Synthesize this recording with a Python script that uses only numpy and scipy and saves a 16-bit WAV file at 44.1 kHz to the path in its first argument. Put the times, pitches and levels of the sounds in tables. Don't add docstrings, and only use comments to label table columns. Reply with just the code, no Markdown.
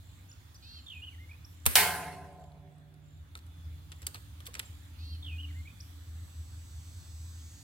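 import sys
import numpy as np
from scipy import signal
from scipy.io import wavfile
from scipy.ndimage import uniform_filter1d

SR = 44100
rng = np.random.default_rng(int(sys.argv[2]) if len(sys.argv) > 2 else 0)


def to_wav(sig):
    pcm = np.clip(np.atleast_2d(sig), -1, 1) * 32767
    pcm = np.round(pcm).astype(np.int16)
    wavfile.write(sys.argv[1], SR, pcm.T)


def makeup_ratio(level_db):
    decades = np.asarray(level_db, float) / 20
    return 10 ** decades


N = 336465
T = np.arange(N) / SR

# time in seconds, level in dB, width in seconds.
STRIKES = [
    (1.7553, -2.0, .00003),
    (1.7563, -1.5, .00005),
]
# frequency in Hz, density in dB per Hz.
SPLASH = [(120, -55.5), (330, -34.5), (770, -3.5), (1270, -15), (2860, -3.5), (3500, -7), (4130, -4),
          (6900, -11.5), (8700, -4), (10300, -7), (12500, -4.5), (15300, -7), (16500, -11)]
# frequency in Hz, left-right likeness from 0 to 1.
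WOODS_SAME = [(60, .88), (600, .88), (1400, .7), (3000, .45), (6000, .05), (15000, 0)]


def impact():
    out, t = np.zeros((2, N)), np.arange(3 * SR) / SR
    for s, db, width in STRIKES:
        u = (t[:200] - t[20]) / width
        add(out, s - t[20], -makeup_ratio(db) * (1 - u ** 2) * np.exp(-u ** 2 / 2))
    decay = makeup_ratio(-18.0 - 60 * t / 0.45) + makeup_ratio(-24.0 - 60 * t / 0.067)
    lead = evened(noise(SPLASH, WOODS_SAME, count=len(t), size=256))
    add(out, STRIKES[0][0], decay * lead)
    return out


# frequency in Hz, density in dB per Hz.
WOODS = [(59, -46), (100, -19), (167, -17.5), (211, -25), (335, -20), (400, -2.5), (500, -19), (720, -3.5),
         (1120, -4.5), (1570, 5.5), (4580, -6.5), (6900, -10), (8700, -6), (15100, -8.5), (16500, -11)]
# frequency in Hz, time to fall 60 dB in seconds.
WOODS_T60 = [(150, 4), (300, 1.7), (480, 2.1), (740, 1.8), (1100, 1.0), (1700, .8), (2760, .72), (7280, .8),
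             (11000, .75), (16000, .45)]


def woods():
    out, t = np.zeros((2, N)), np.arange(3 * SR) / SR
    low_echo_hz, low_echo_s = 560, 0.032
    crack = noise(WOODS, WOODS_SAME, count=len(t), size=1024, patchy_db=3.0, t60=WOODS_T60)
    bass = signal.filtfilt(*signal.butter(2, low_echo_hz, fs=SR), crack)
    crack = crack - np.exp(-(t / low_echo_s) ** 2) * bass
    lumps = evened(uniform_filter1d(rng.standard_normal(len(t)), size=900))
    crack = crack * makeup_ratio(1.0 * lumps)
    swell = 1 - np.exp(-t / 0.0091)
    add(out, STRIKES[0][0], makeup_ratio(-25.0) * swell * crack / np.std(crack[:, :4000]))
    return out


PLATE_HZ = [103, 149, 169, 184, 243, 276, 387, 416, 474, 576, 671, 699, 729, 819, 876, 898, 1018, 1050,
            1260, 1408, 1532, 1553, 1627, 1706, 1728, 1927, 2145, 2290, 2460, 3010, 3456]
# level in dB, time to fall 60 dB in seconds.
PLATE = [(-15.5, 3), (-17, 11), (-13, 2.7), (-20.5, 3.4), (-19.5, 0.91), (-21.5, 3.2), (-15.5, 3.2),
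         (-18, 1.5), (-18, 2), (-17.5, 2.9), (-14, 2.2), (-6, 1.5), (-3, 1.78), (-11, 1.4), (-2, 1.2),
         (-7.5, 0.42), (-6.5, 1.3), (-4, 1.1), (-8, 0.88), (-8.5, .6), (-2, 0.56), (-3.5, .75),
         (-0.5, 0.76), (-1.5, 0.71), (1.5, 0.31), (-1.5, 0.61), (2, 0.72), (0, 0.45), (-5.5, 0.38),
         (1.5, 0.15), (-11, 0.45)]


def plate():
    ring, t = np.zeros(N), np.arange(3 * SR) / SR
    sway_db = 1.0
    chance = rng.random((len(PLATE), 2, 5))
    for hz, (db, t60), (phase, spread) in zip(PLATE_HZ, PLATE, chance):
        cluster = hz * (1 + 0.033 * (spread - .5) * np.sign(np.arange(5)))
        tone = np.sin(2 * np.pi * (cluster[:, None] * t + phase[:, None])).T @ [1.3, .5, .5, .4, .4]
        swell = 1 - np.exp(-t * hz / 4.9)
        sway = np.sin(2 * np.pi * np.outer(t, 3 + 12 * spread[:3]) + 6 * phase[:3]).sum(axis=1)
        add(ring, STRIKES[0][0], makeup_ratio(db - 60 * t / t60) * swell * tone * makeup_ratio(sway_db * sway))
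    return scatter(ring, 0.47, -12.0)


def target():
    return (impact() + woods() + makeup_ratio(-37.5) * plate()) * makeup_ratio(np.array([[-0.7], [0.7]]))


# time in seconds, level in dB, rise in seconds, time to fall 60 dB in seconds.
FIRING = [
    (1.6557, -27, 0.00058, 0.028),
    (1.662, -11.5, 0.0017, 0.0314),
    (1.7542, -30.5, .0003, .008),
    (1.755, -17.5, .0005, .03),
]
# frequency in Hz, density in dB per Hz.
HAMMER = [(120, -40), (400, -23), (799, -2), (1150, -4), (1500, -10), (2210, -6), (3630, -6), (4800, -12),
          (6100, -10.5), (7460, -6.5), (9660, -1.5), (12000, -6), (14000, -5), (16500, -10.5)]
# frequency in Hz, density in dB per Hz.
BLAST_ECHO = [(120, -36), (200, -9), (494, -5), (784, -10.5), (1900, -0.5), (3500, -7.5), (6500, -11.5),
              (9000, -3.5), (11800, -2.5), (14000, -3), (15600, -9.5), (16500, -14.5)]
# frequency in Hz, left-right likeness from 0 to 1.
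ACTION_SAME = [(100, 0.99), (600, 0.27), (15000, 0.52)]


def blast():
    out, t = np.zeros((2, N)), np.arange(9000) / SR
    for s, db, rise, t60 in FIRING:
        hit = evened(noise(HAMMER, ACTION_SAME, count=len(t), size=256))
        add(out, s, makeup_ratio(db) * burst(rise, t60, t) * hit)
    echo = evened(noise(BLAST_ECHO, ACTION_SAME, count=len(t), size=256))
    add(out, 1.664, makeup_ratio(-33.0) * burst(0.0029, 0.92, t) * echo)
    out = ears(out, lag=-10.5)
    jolt_hz = 72 + 300 * np.exp(-t / .004)
    jolt = burst(.012, .16, t) * np.sin(2 * np.pi * np.cumsum(jolt_hz) / SR)
    add(out, 1.661, makeup_ratio(-22.0) * np.array([jolt, -.85 * np.roll(jolt, 25)]))
    return out


# frequency in Hz, width in Hz, level in dB.
STOCK = [
    (430, 320, -4),
    (596, 310, -20),
    (1390, 950, 0.5),
]


def contact(colour, db, hz, knock_db, drag):
    t = np.arange(6000) / SR
    slam = min(makeup_ratio(db + 18.0), 1)
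    rise = drag * (.0008 + slam * .0018)
    t60 = drag * (.033 + slam * (.026 - .033))
    rattle = evened(noise(colour, ACTION_SAME, count=len(t), size=256))
    ring_share = 0.23 + 0.073 * (hz < 4500)
    rattle = rattle + ring_share * evened(resonate(rattle, hz, 380))
    dull_hz = 4500
    treble = signal.lfilter(*signal.butter(2, dull_hz, "high", fs=SR), rattle[:, ::-1])[:, ::-1]
    rattle = rattle - .2 * (hz < dull_hz) * treble
    shake = rng.standard_normal(len(t))
    crackle_db = 3.5 * evened(uniform_filter1d(shake, size=40))
    rattle = evened(rattle * makeup_ratio(crackle_db))
    wood = evened(sum(makeup_ratio(g) * resonate(shake, f, w) for f, w, g in STOCK))
    knock = wood * burst(0.0028, 0.14, t) * 2.7
    tick = burst(rise, .008, t) * np.sin(2 * np.pi * hz * t)
    tock = makeup_ratio(knock_db + 6) * burst(2 * rise, .016, t) * np.sin(2 * np.pi * 1250 * t)
    tap = 1.9 * (1 - slam) / (1 + drag ** 2) * 2 * (tick + tock)
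    envelope = burst(rise, t60, t) + 0.82 * burst(rise, 0.017 * drag, t)
    return makeup_ratio(db - 13.5) * (envelope * rattle + makeup_ratio(knock_db) * knock + tap)


# time in seconds, peak level in dB, ring in Hz, stock knock in dB,
# drag as a ratio (.5 a clean tap, 2 a scrape).
CLICKS = [(0.5447, -46, 5600, -31, 1.2), (2.7833, -58, 8500, -25, .4), (2.9405, -55, 10500, -25, 1.1),
          (3.3693, -45, 8850, -25, .4), (3.374, -42, 4200, -26, 1.1), (3.4648, -52.5, 8300, -16, 1.1),
          (4.018, -40, 7960, -11.5, 1.4), (4.0668, -17.5, 4970, -31, 0.37), (4.0684, -16, 8300, -33, .6),
          (4.074, -32.5, 3740, -23, 1.4), (4.1445, -30, 4230, -14, 0.73), (4.4043, -40.5, 3230, -13, 0.92),
          (4.456, -38, 3620, -28, 1.2), (4.463, -32.5, 8100, -24, 2.5), (4.4667, -32, 3260, -26, 1.1),
          (4.5937, -17, 8100, -32, 0.38)]
# time in seconds, peak level in dB, ring in Hz, stock knock in dB, drag ratio.
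DAMPED = [(2.44, -53, 3200, -20, .5), (2.519, -52, 3970, -16, .6), (3.353, -33, 3770, -15.5, .43),
          (3.389, -47, 4200, -20, 0.82), (3.918, -33.5, 3400, -18, 1.3), (3.927, -46, 3500, -18, 1),
          (4.028, -39.5, 5200, -13, 1.2), (4.15, -38.5, 8200, -11, 1.2), (4.157, -39, 3900, -16, 1.1),
          (4.471, -38, 2200, -16, 1.2), (4.535, -47, 4000, -15, 2.3), (4.541, -30.5, 6300, -21, 1),
          (4.5505, -33.5, 7500, -14, 1), (4.552, -32, 2240, -13, 1.4), (4.569, -42, 4460, -15, .9),
          (4.581, -45, 1170, -6, 3.6), (4.596, -24.5, 1940, -25, 0.95), (4.628, -46, 3340, -5, 1.3)]
# frequency in Hz, density in dB per Hz.
ACTION = [(880, -29), (1500, -14), (1950, -7.5), (2500, -12), (4480, -7.5), (6560, -9.5), (8170, -7),
          (9990, -8.5), (11800, -6), (15100, -9.5), (16500, -21.5)]
# frequency in Hz, density in dB per Hz.
DAMPED_ACTION = [(880, -31), (1500, -12), (2200, -4), (4480, -10), (6560, -13.5), (8500, -8.5),
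                 (10500, -12), (13000, -20), (16500, -34)]
# time in seconds, level in dB, frequency in Hz,
# time to fall 60 dB in seconds.
KNOCKS = [(1.662, -41.5, 240, 0.18), (1.662, -36.5, 460, .07), (4.074, -56, 400, .12),
          (4.145, -56, 610, .1), (4.484, -49.5, 480, 0.052), (4.486, -51, 1100, .05),
          (3.355, -44.5, 1300, .04), (4.067, -29, 11900, 0.0076), (4.0688, -25, 8500, 0.0076),
          (4.5941, -29.5, 11300, 0.0055), (4.5943, -30, 3700, 0.0067), (4.5957, -30, 8000, 0.01),
          (4.5942, -33, 15000, 0.007), (4.4672, -38, 3260, .015)]


def action():
    out, t = np.zeros((2, N)), np.arange(6000) / SR
    for colour, clicks in [(ACTION, CLICKS), (DAMPED_ACTION, DAMPED)]:
        for s, db, hz, knock_db, drag in clicks:
            add(out, s, contact(colour, db, hz, knock_db, drag))
    for s, db, hz, t60 in KNOCKS:
        add(out, s, makeup_ratio(db) * burst(1 / hz, t60, t) * np.sin(2 * np.pi * hz * t))
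    return ears(scatter(out, 0.89, -15.0), lag=-11, pan_db=-1.0)


# start in seconds into the song, length in seconds, level in dB, start and end in Hz.
SONG = [(.338, 0.029, -45.5, 2490, 2484), (.364, .036, -58, 2467, 2456), (0.4, 0.027, -44, 2767, 3036),
        (0.418, 0.0095, -43, 3040, 3280), (0.425, 0.01, -40.5, 3160, 2750),
        (0.449, 0.028, -43.5, 3070, 2730), (.503, 0.018, -60, 2350, 2150), (.52, .018, -58.5, 2120, 1810),
        (.562, .022, -59, 1800, 2060), (.58, 0.055, -57.5, 2070, 2143), (0.671, .02, -53, 2210, 2313),
        (0.691, 0.015, -46.5, 2495, 2350), (.72, .017, -62, 2500, 2620)]


def whistles():
    song, attack_s, release_s = np.zeros(SR), 0.0036, 0.0047
    for s, length, db, start_hz, end_hz in SONG:
        t = np.arange(0, length, 1 / SR)
        u = t / length
        hz = start_hz + (end_hz - start_hz) * u ** 1.25
        shape = np.clip(np.minimum(t / attack_s, (length - t) / release_s), 0, 1) * makeup_ratio(db - u ** 2)
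        add(song, s, shape * np.sin(2 * np.pi * np.cumsum(hz) / SR))
    return song


# start in seconds into the song, level in dB, top in Hz, end in Hz.
TRILL = [
    (.243, -44, 3760, 3130),
    (.261, -42.5, 3600, 2880),
    (.279, -40.5, 3427, 2650),
    (.296, -41, 3160, 2600),
    (.312, -43.5, 2880, 2450),
    (.328, -48, 2680, 2480),
]


def fast_trill():
    song, length, hook_hz, hook_share = np.zeros(SR), 0.0157, 450, 0.45
    u = np.arange(0, 1, 1 / SR / length)
    for s, db, top_hz, end_hz in TRILL:
        hz = np.interp(u, [0, hook_share, 1], [top_hz - hook_hz, top_hz, end_hz])
        hz = uniform_filter1d(hz, size=90)
        add(song, s, makeup_ratio(db) * np.sin(np.pi * u) * np.sin(2 * np.pi * np.cumsum(hz) / SR))
    return song


# multiple of the fundamental, level in dB.
NASAL_ORDERS = [(12, -6), (14, -8), (15, -5), (16, -2), (17, 0), (18, 1), (19, 0), (20, 0), (21, -4),
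                (22, -1), (23, -7), (24, 0), (25, -6), (26, 0)]
# frequency in Hz, gain in dB.
BEAK = [(3500, -17), (3900, -11), (4200, -4), (4650, -6), (4950, -16), (5300, -17), (5700, -19),
        (6300, -28)]


def nasal_note():
    length = .19
    t = np.arange(0, length, 1 / SR)
    u = t / length
    hz = 232 * (1 - 12.5 * (t - .112) ** 2 - 0.067 * u ** 14)
    beak_open_db = 7.0 * np.sin(np.pi * u ** 0.39) ** 0.061
    wobble = .03 * uniform_filter1d(rng.standard_normal(len(t)), size=400)
    turns = np.cumsum(hz * (1 + wobble)) / SR
    flicker = rng.standard_normal((len(NASAL_ORDERS), len(t)))
    flicker = evened(uniform_filter1d(uniform_filter1d(flicker, size=500), size=500))
    note = 0
    for f, (k, order_db) in zip(flicker, NASAL_ORDERS):
        db = -66.0 + 2.6 * f + order_db
        if k > 14:
            db = db + beak_open_db + read(BEAK, k * hz)
        if k == 14:
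            db = db - 9.0 * (0.5 - 2 * t / t[-1])
        note = note + makeup_ratio(db) * np.sin(2 * np.pi * k * turns + k * k)
    return note * signal.windows.tukey(len(t), .12)


# start in seconds, level in dB, level of the nasal note in dB.
SINGS = [
    (0.619, 0.5, 6.5),
    (4.981, 0.5, 5),
]
# time in seconds, level in dB, start in Hz, end in Hz, length in seconds.
CHIPS = [(0.286, -53, 6950, 7010, 0.028), (0.322, -52.5, 6950, 7000, 0.018),
         (0.294, -69, 10300, 10400, .03), (0.31, -59, 3200, 2500, 0.0086), (.284, -61, 5400, 6900, .01),
         (.29, -62, 3450, 3480, .022), (0.311, -49, 6750, 4400, 0.011), (0.545, -52, 5630, 4050, 0.0186),
         (0.554, -54, 6300, 5700, .02), (1.443, -46.5, 4610, 6300, 0.015),
         (4.647, -51.5, 7600, 7250, 0.026), (5.8, -43, 3900, 6850, 0.015)]


def bird():
    out, song, nasal = np.zeros(N), whistles() + fast_trill(), nasal_note()
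    for s, db, nasal_db in SINGS:
        add(out, s, makeup_ratio(db) * song)
        add(out, s, makeup_ratio(nasal_db) * nasal)
    for s, db, start_hz, end_hz, length in CHIPS:
        hz = np.linspace(start_hz, end_hz, round(length * SR))
        add(out, s, makeup_ratio(db) * np.sin(2 * np.pi * np.cumsum(hz) / SR) * np.hanning(len(hz)))
    return ears(scatter(out, 0.48, -7), lag=17, pan_db=-2.0)


# start in seconds, end in seconds.
LOW_TRILL = [(0, 0.25), (.74, 1.06), (1.5, 1.9), (2.36, 2.52), (3.0, 3.23), (3.91, 4.04), (4.66, 4.93),
             (5.48, 5.7)]
# start in seconds, end in seconds.
HIGH_TRILL = [(0, .3), (.55, .8), (1.02, 1.22), (1.45, 1.8), (2.22, 2.46), (2.66, 2.86)]
# start in seconds, end in seconds.
CRICKET = [(0, .69), (.85, 1.6), (2.44, 3.03), (3.2, 4.1), (3.48, 3.82), (4.15, 4.5), (4.62, 5.05),
           (5.5, 6.1)]
# start in seconds, end in seconds.
RASPS = [
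    (1.45, 1.56),
    (5.81, 5.92),
]


def insects():
    cricket_hz = 3450
    fuzz = evened(resonate(rng.standard_normal((2, N)), cricket_hz, 22))
    out = bouts(CRICKET, -79.0) * evened(np.sin(2 * np.pi * cricket_hz * T) + .4 * fuzz)
    out = out + bouts(RASPS, -69.0, .01) * evened(resonate(rng.standard_normal((2, N)), 12200, 1300))
    # bouts, level in dB, pitch in Hz, strokes per second, sweep in Hz
    for rows, db, hz, per_s, sweep_hz in [(LOW_TRILL, -74.5, 6700, 46, 1400), (HIGH_TRILL, -81.5, 7750, 55, 650)]:
        pace = per_s * (1 + 4.3 * uniform_filter1d(rng.standard_normal(N), size=900))
        stroke = (np.cumsum(pace) / SR) % 1
        tone = np.sin(2 * np.pi * np.cumsum(hz + sweep_hz * (.9 - 1.4 * stroke)) / SR)
        tone = tone * np.sin(np.pi * np.clip(stroke / .7, 0, 1)) ** 2
        out = out + scatter(bouts(rows, db) * evened(tone), .15, -5.0)
    return out


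# frequency in Hz, level in dB.
WHINE = [(3618, -81), (4247, -79), (4538, -80), (4651, -81), (5168, -80), (5426, -84), (5685, -82),
         (5798, -83), (5943, -82), (6202, -75), (6460, -81), (6718, -74), (7752, -70), (8010, -83),
         (8161, -81), (8419, -82)]


def whine():
    late_hz, late_s = (4538, 4651, 5168, 6202, 6718), 6.7
    load_s, load_shift_db = 7.25, {4651: 4.0, 5168: 2.0, 6718: 3.0, 8161: 4.0, 7752: -5.0}
    late = np.clip(late_s + .4 - T, 0, 1)
    load = np.clip((T - load_s) / .25, 0, 1)
    lines = 0
    for (hz, db), (phase, pace) in zip(WHINE, rng.random((len(WHINE), 2))):
        db = db - 3 * (hz < 4600) - 9 * (hz in late_hz) * late + load_shift_db.get(hz, 0) * load
        swell_db = 3 * np.sin(2 * np.pi * (1 + 2.5 * pace) * T + hz)
        lines = lines + makeup_ratio(db + swell_db) * np.sin(2 * np.pi * (hz * T + phase))
    thin = bouts([(5.5, 6.6)], -80, .3) * evened(resonate(rng.standard_normal((2, N)), 11584, 52))
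    return spin(4.0, 2.1) * ears([lines], lag=1) + thin


# time in seconds, level in dB.
ENGINE = [
    (0, -58),
    (1.5, -52.5),
    (3.0, -38.5),
    (4.0, -48.5),
    (5.2, -41.5),
    (6.0, -44),
    (7.63, -45.5),
]
# frequency in Hz, width in Hz, level in dB.
ENGINE_LINES = [
    (80.98, 6.8, -2),
    (103.45, 4.7, -15.5),
    (64.3, 8.8, -11.5),
    (148.3, 4, -23),
    (184.5, 5.4, -26),
    (290.6, 5.6, -23.5),
]


def engine():
    lines = np.sqrt(2) * .9 * np.sin(2 * np.pi * 81.3 * T)
    for hz, width, db in ENGINE_LINES:
        drive = rng.standard_normal(N)
        lines = lines + makeup_ratio(db) * evened(resonate(resonate(drive, hz, width), hz, width))
    near_db = np.interp(T, *np.transpose(ENGINE))
    return makeup_ratio(near_db - 3.5 + 2.3 * np.minimum(gain_control(), 0)) * lines


# frequency in Hz, density in dB per Hz.
HISS = [(290, -19.5), (500, -13.5), (570, -17.5), (1040, -10), (2600, -6), (3550, -2.5), (5190, -17),
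        (7170, -19), (7940, -22.5), (14000, -22), (15800, -22.5), (16500, -25.5)]
# frequency in Hz, density in dB per Hz.
RUMBLE = [(8.8, -66.5), (15, -37.5), (32, -28), (57, -15.5), (80, 1), (113, -8.5), (130, -19.5),
          (160, -15.5), (186, -26), (276, -21.5), (376, -32.5), (395, -40.5), (900, -36.5), (1170, -70),
          (1980, -120)]
# frequency in Hz, density in dB per Hz.
MOTOR_HISS = [(2500, -44), (3800, -7), (4600, 0), (5600, -6), (6500, -7), (7600, 2.5), (8200, 0),
              (9200, -8.5), (12000, -10)]
# frequency in Hz, left-right likeness from 0 to 1.
SAME = [(60, 1), (150, 0.8), (300, 0.68), (600, 0.57), (1200, 0.021), (5000, 0.12), (15000, 0.055)]


def air():
    layers = (-56, 1.2), (-75.5, 0.93), (-57.5, 0.49), (-52, 0.43)
    top_gain, mid_gain, low_gain, ground_gain = [makeup_ratio(db + share * gain_control()) for db, share in layers]
    hiss = evened(noise(HISS, SAME, patchy_db=2.0))
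    low = signal.sosfiltfilt(signal.butter(2, 1800, fs=SR, output="sos"), hiss)
    mid = signal.sosfiltfilt(signal.butter(2, 5000, fs=SR, output="sos"), hiss) - low
    hiss = top_gain * (hiss - low - mid) + mid_gain * mid + low_gain * low
    motor = spin(-66, 2.7) * evened(noise(MOTOR_HISS, SAME, patchy_db=.4))
    rumble = evened(noise(RUMBLE, SAME, size=4096, patchy_db=-1.0))
    return ears(hiss + motor, lag=19, pan_db=-3.0) + ears(ground_gain * rumble, lag=10)


def gain_control():
    shot_s, sink_s, hold_until_s, recover_s, creep_s = 1.77, 0.83, 2.95, 0.72, 0.78
    duck_db, creep_db = -7.5, 2
    up = hold_until_s + recover_s
    times = [shot_s, shot_s + sink_s, hold_until_s, up, up + creep_s]
    return np.interp(T, times, [0, duck_db, duck_db, 0, creep_db])


def spin(db, growth):
    on_s, spin_up_s = 4.27, 2.18
    return makeup_ratio(db) * np.clip((T - on_s) / spin_up_s, 0, 1.2) ** growth


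def bouts(rows, db, edge=0.059):
    gate = sum(np.clip(np.minimum(T - a + 1e-3, b - T) / edge, 0, 1) for a, b in rows)
    return makeup_ratio(db + 0.61 * gain_control()) * gate


def burst(rise, t60, t):
    return np.clip(t / max(rise, 1e-4), 0, 1) * makeup_ratio(-60 * np.maximum(t - rise, 0) / max(t60, .005))


def resonate(x, hz, width):
    turn = np.exp(2j * np.pi * hz * np.arange(x.shape[-1]) / SR)
    r = np.exp(-np.pi * width / SR)
    return 2 * (turn * signal.lfilter([1 - r], [1, -r], x / turn)).real


def noise(colour, same, count=N, size=1024, patchy_db=0., t60=None):
    frames, hz = 4 * count // size + 5, np.fft.rfftfreq(size, 1 / SR)
    a, b, c, d, patches = rng.standard_normal((frames, len(hz), 5)).T
    patches = evened(uniform_filter1d(uniform_filter1d(patches, size=8, axis=0), size=12, axis=1))
    like = np.clip(read(same, hz), -1, 1)[:, None]
    left = a + 1j * b
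    right = like * left + np.sqrt(1 - like ** 2) * (c + 1j * d)
    z = np.array([left, right]) * makeup_ratio(read(colour, hz)[:, None] + patchy_db * patches)
    z = z / np.sqrt(np.mean(abs(z) ** 2) / size * 3 / 4)
    if t60:
        seconds = np.arange(frames) * size / 4 / SR
        z = z * makeup_ratio(-60 * seconds / np.clip(read(t60, hz), .05, 9)[:, None])
    return signal.istft(z, nperseg=size, noverlap=3 * size // 4)[1][:, :count] / size


def scatter(x, t60, wet_db):
    count = round(t60 * SR)
    taps = rng.standard_normal((2, SR))[:, :count] * (rng.random((2, SR))[:, :count] < .1)
    taps = taps * makeup_ratio(-60 * np.arange(taps.shape[1]) / count)
    taps = taps / np.linalg.norm(taps[0])
    return x + makeup_ratio(wet_db) * signal.fftconvolve(np.atleast_2d(x), taps, axes=1)[:, :N]


def ears(x, lag, pan_db=-1.5):
    return np.array([makeup_ratio(pan_db) * np.roll(x[0], lag), x[-1]])


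def evened(x):
    return x / np.sqrt(np.mean(x ** 2) + 1e-20)


def read(points, hz):
    f, value = np.transpose(points)
    return np.interp(np.log(hz + 1), np.log(f + 1), value)


def add(mix, s, sound):
    part = mix[..., round(s * SR):][..., :sound.shape[-1]]
    part += sound[..., :part.shape[-1]]


def scene():
    return target() + blast() + action() + bird() + insects() + whine() + engine() + air()


def top_cut(x):
    return signal.sosfilt(signal.butter(12, 16980, fs=SR, output="sos"), x)


def record(dry):
    low_pass = signal.firwin(201, 16000, window=("kaiser", 4), fs=SR)
    limited = signal.oaconvolve(dry, low_pass[None], "same")
    return top_cut(limited)


dry = scene()
out = record(dry)
to_wav(out)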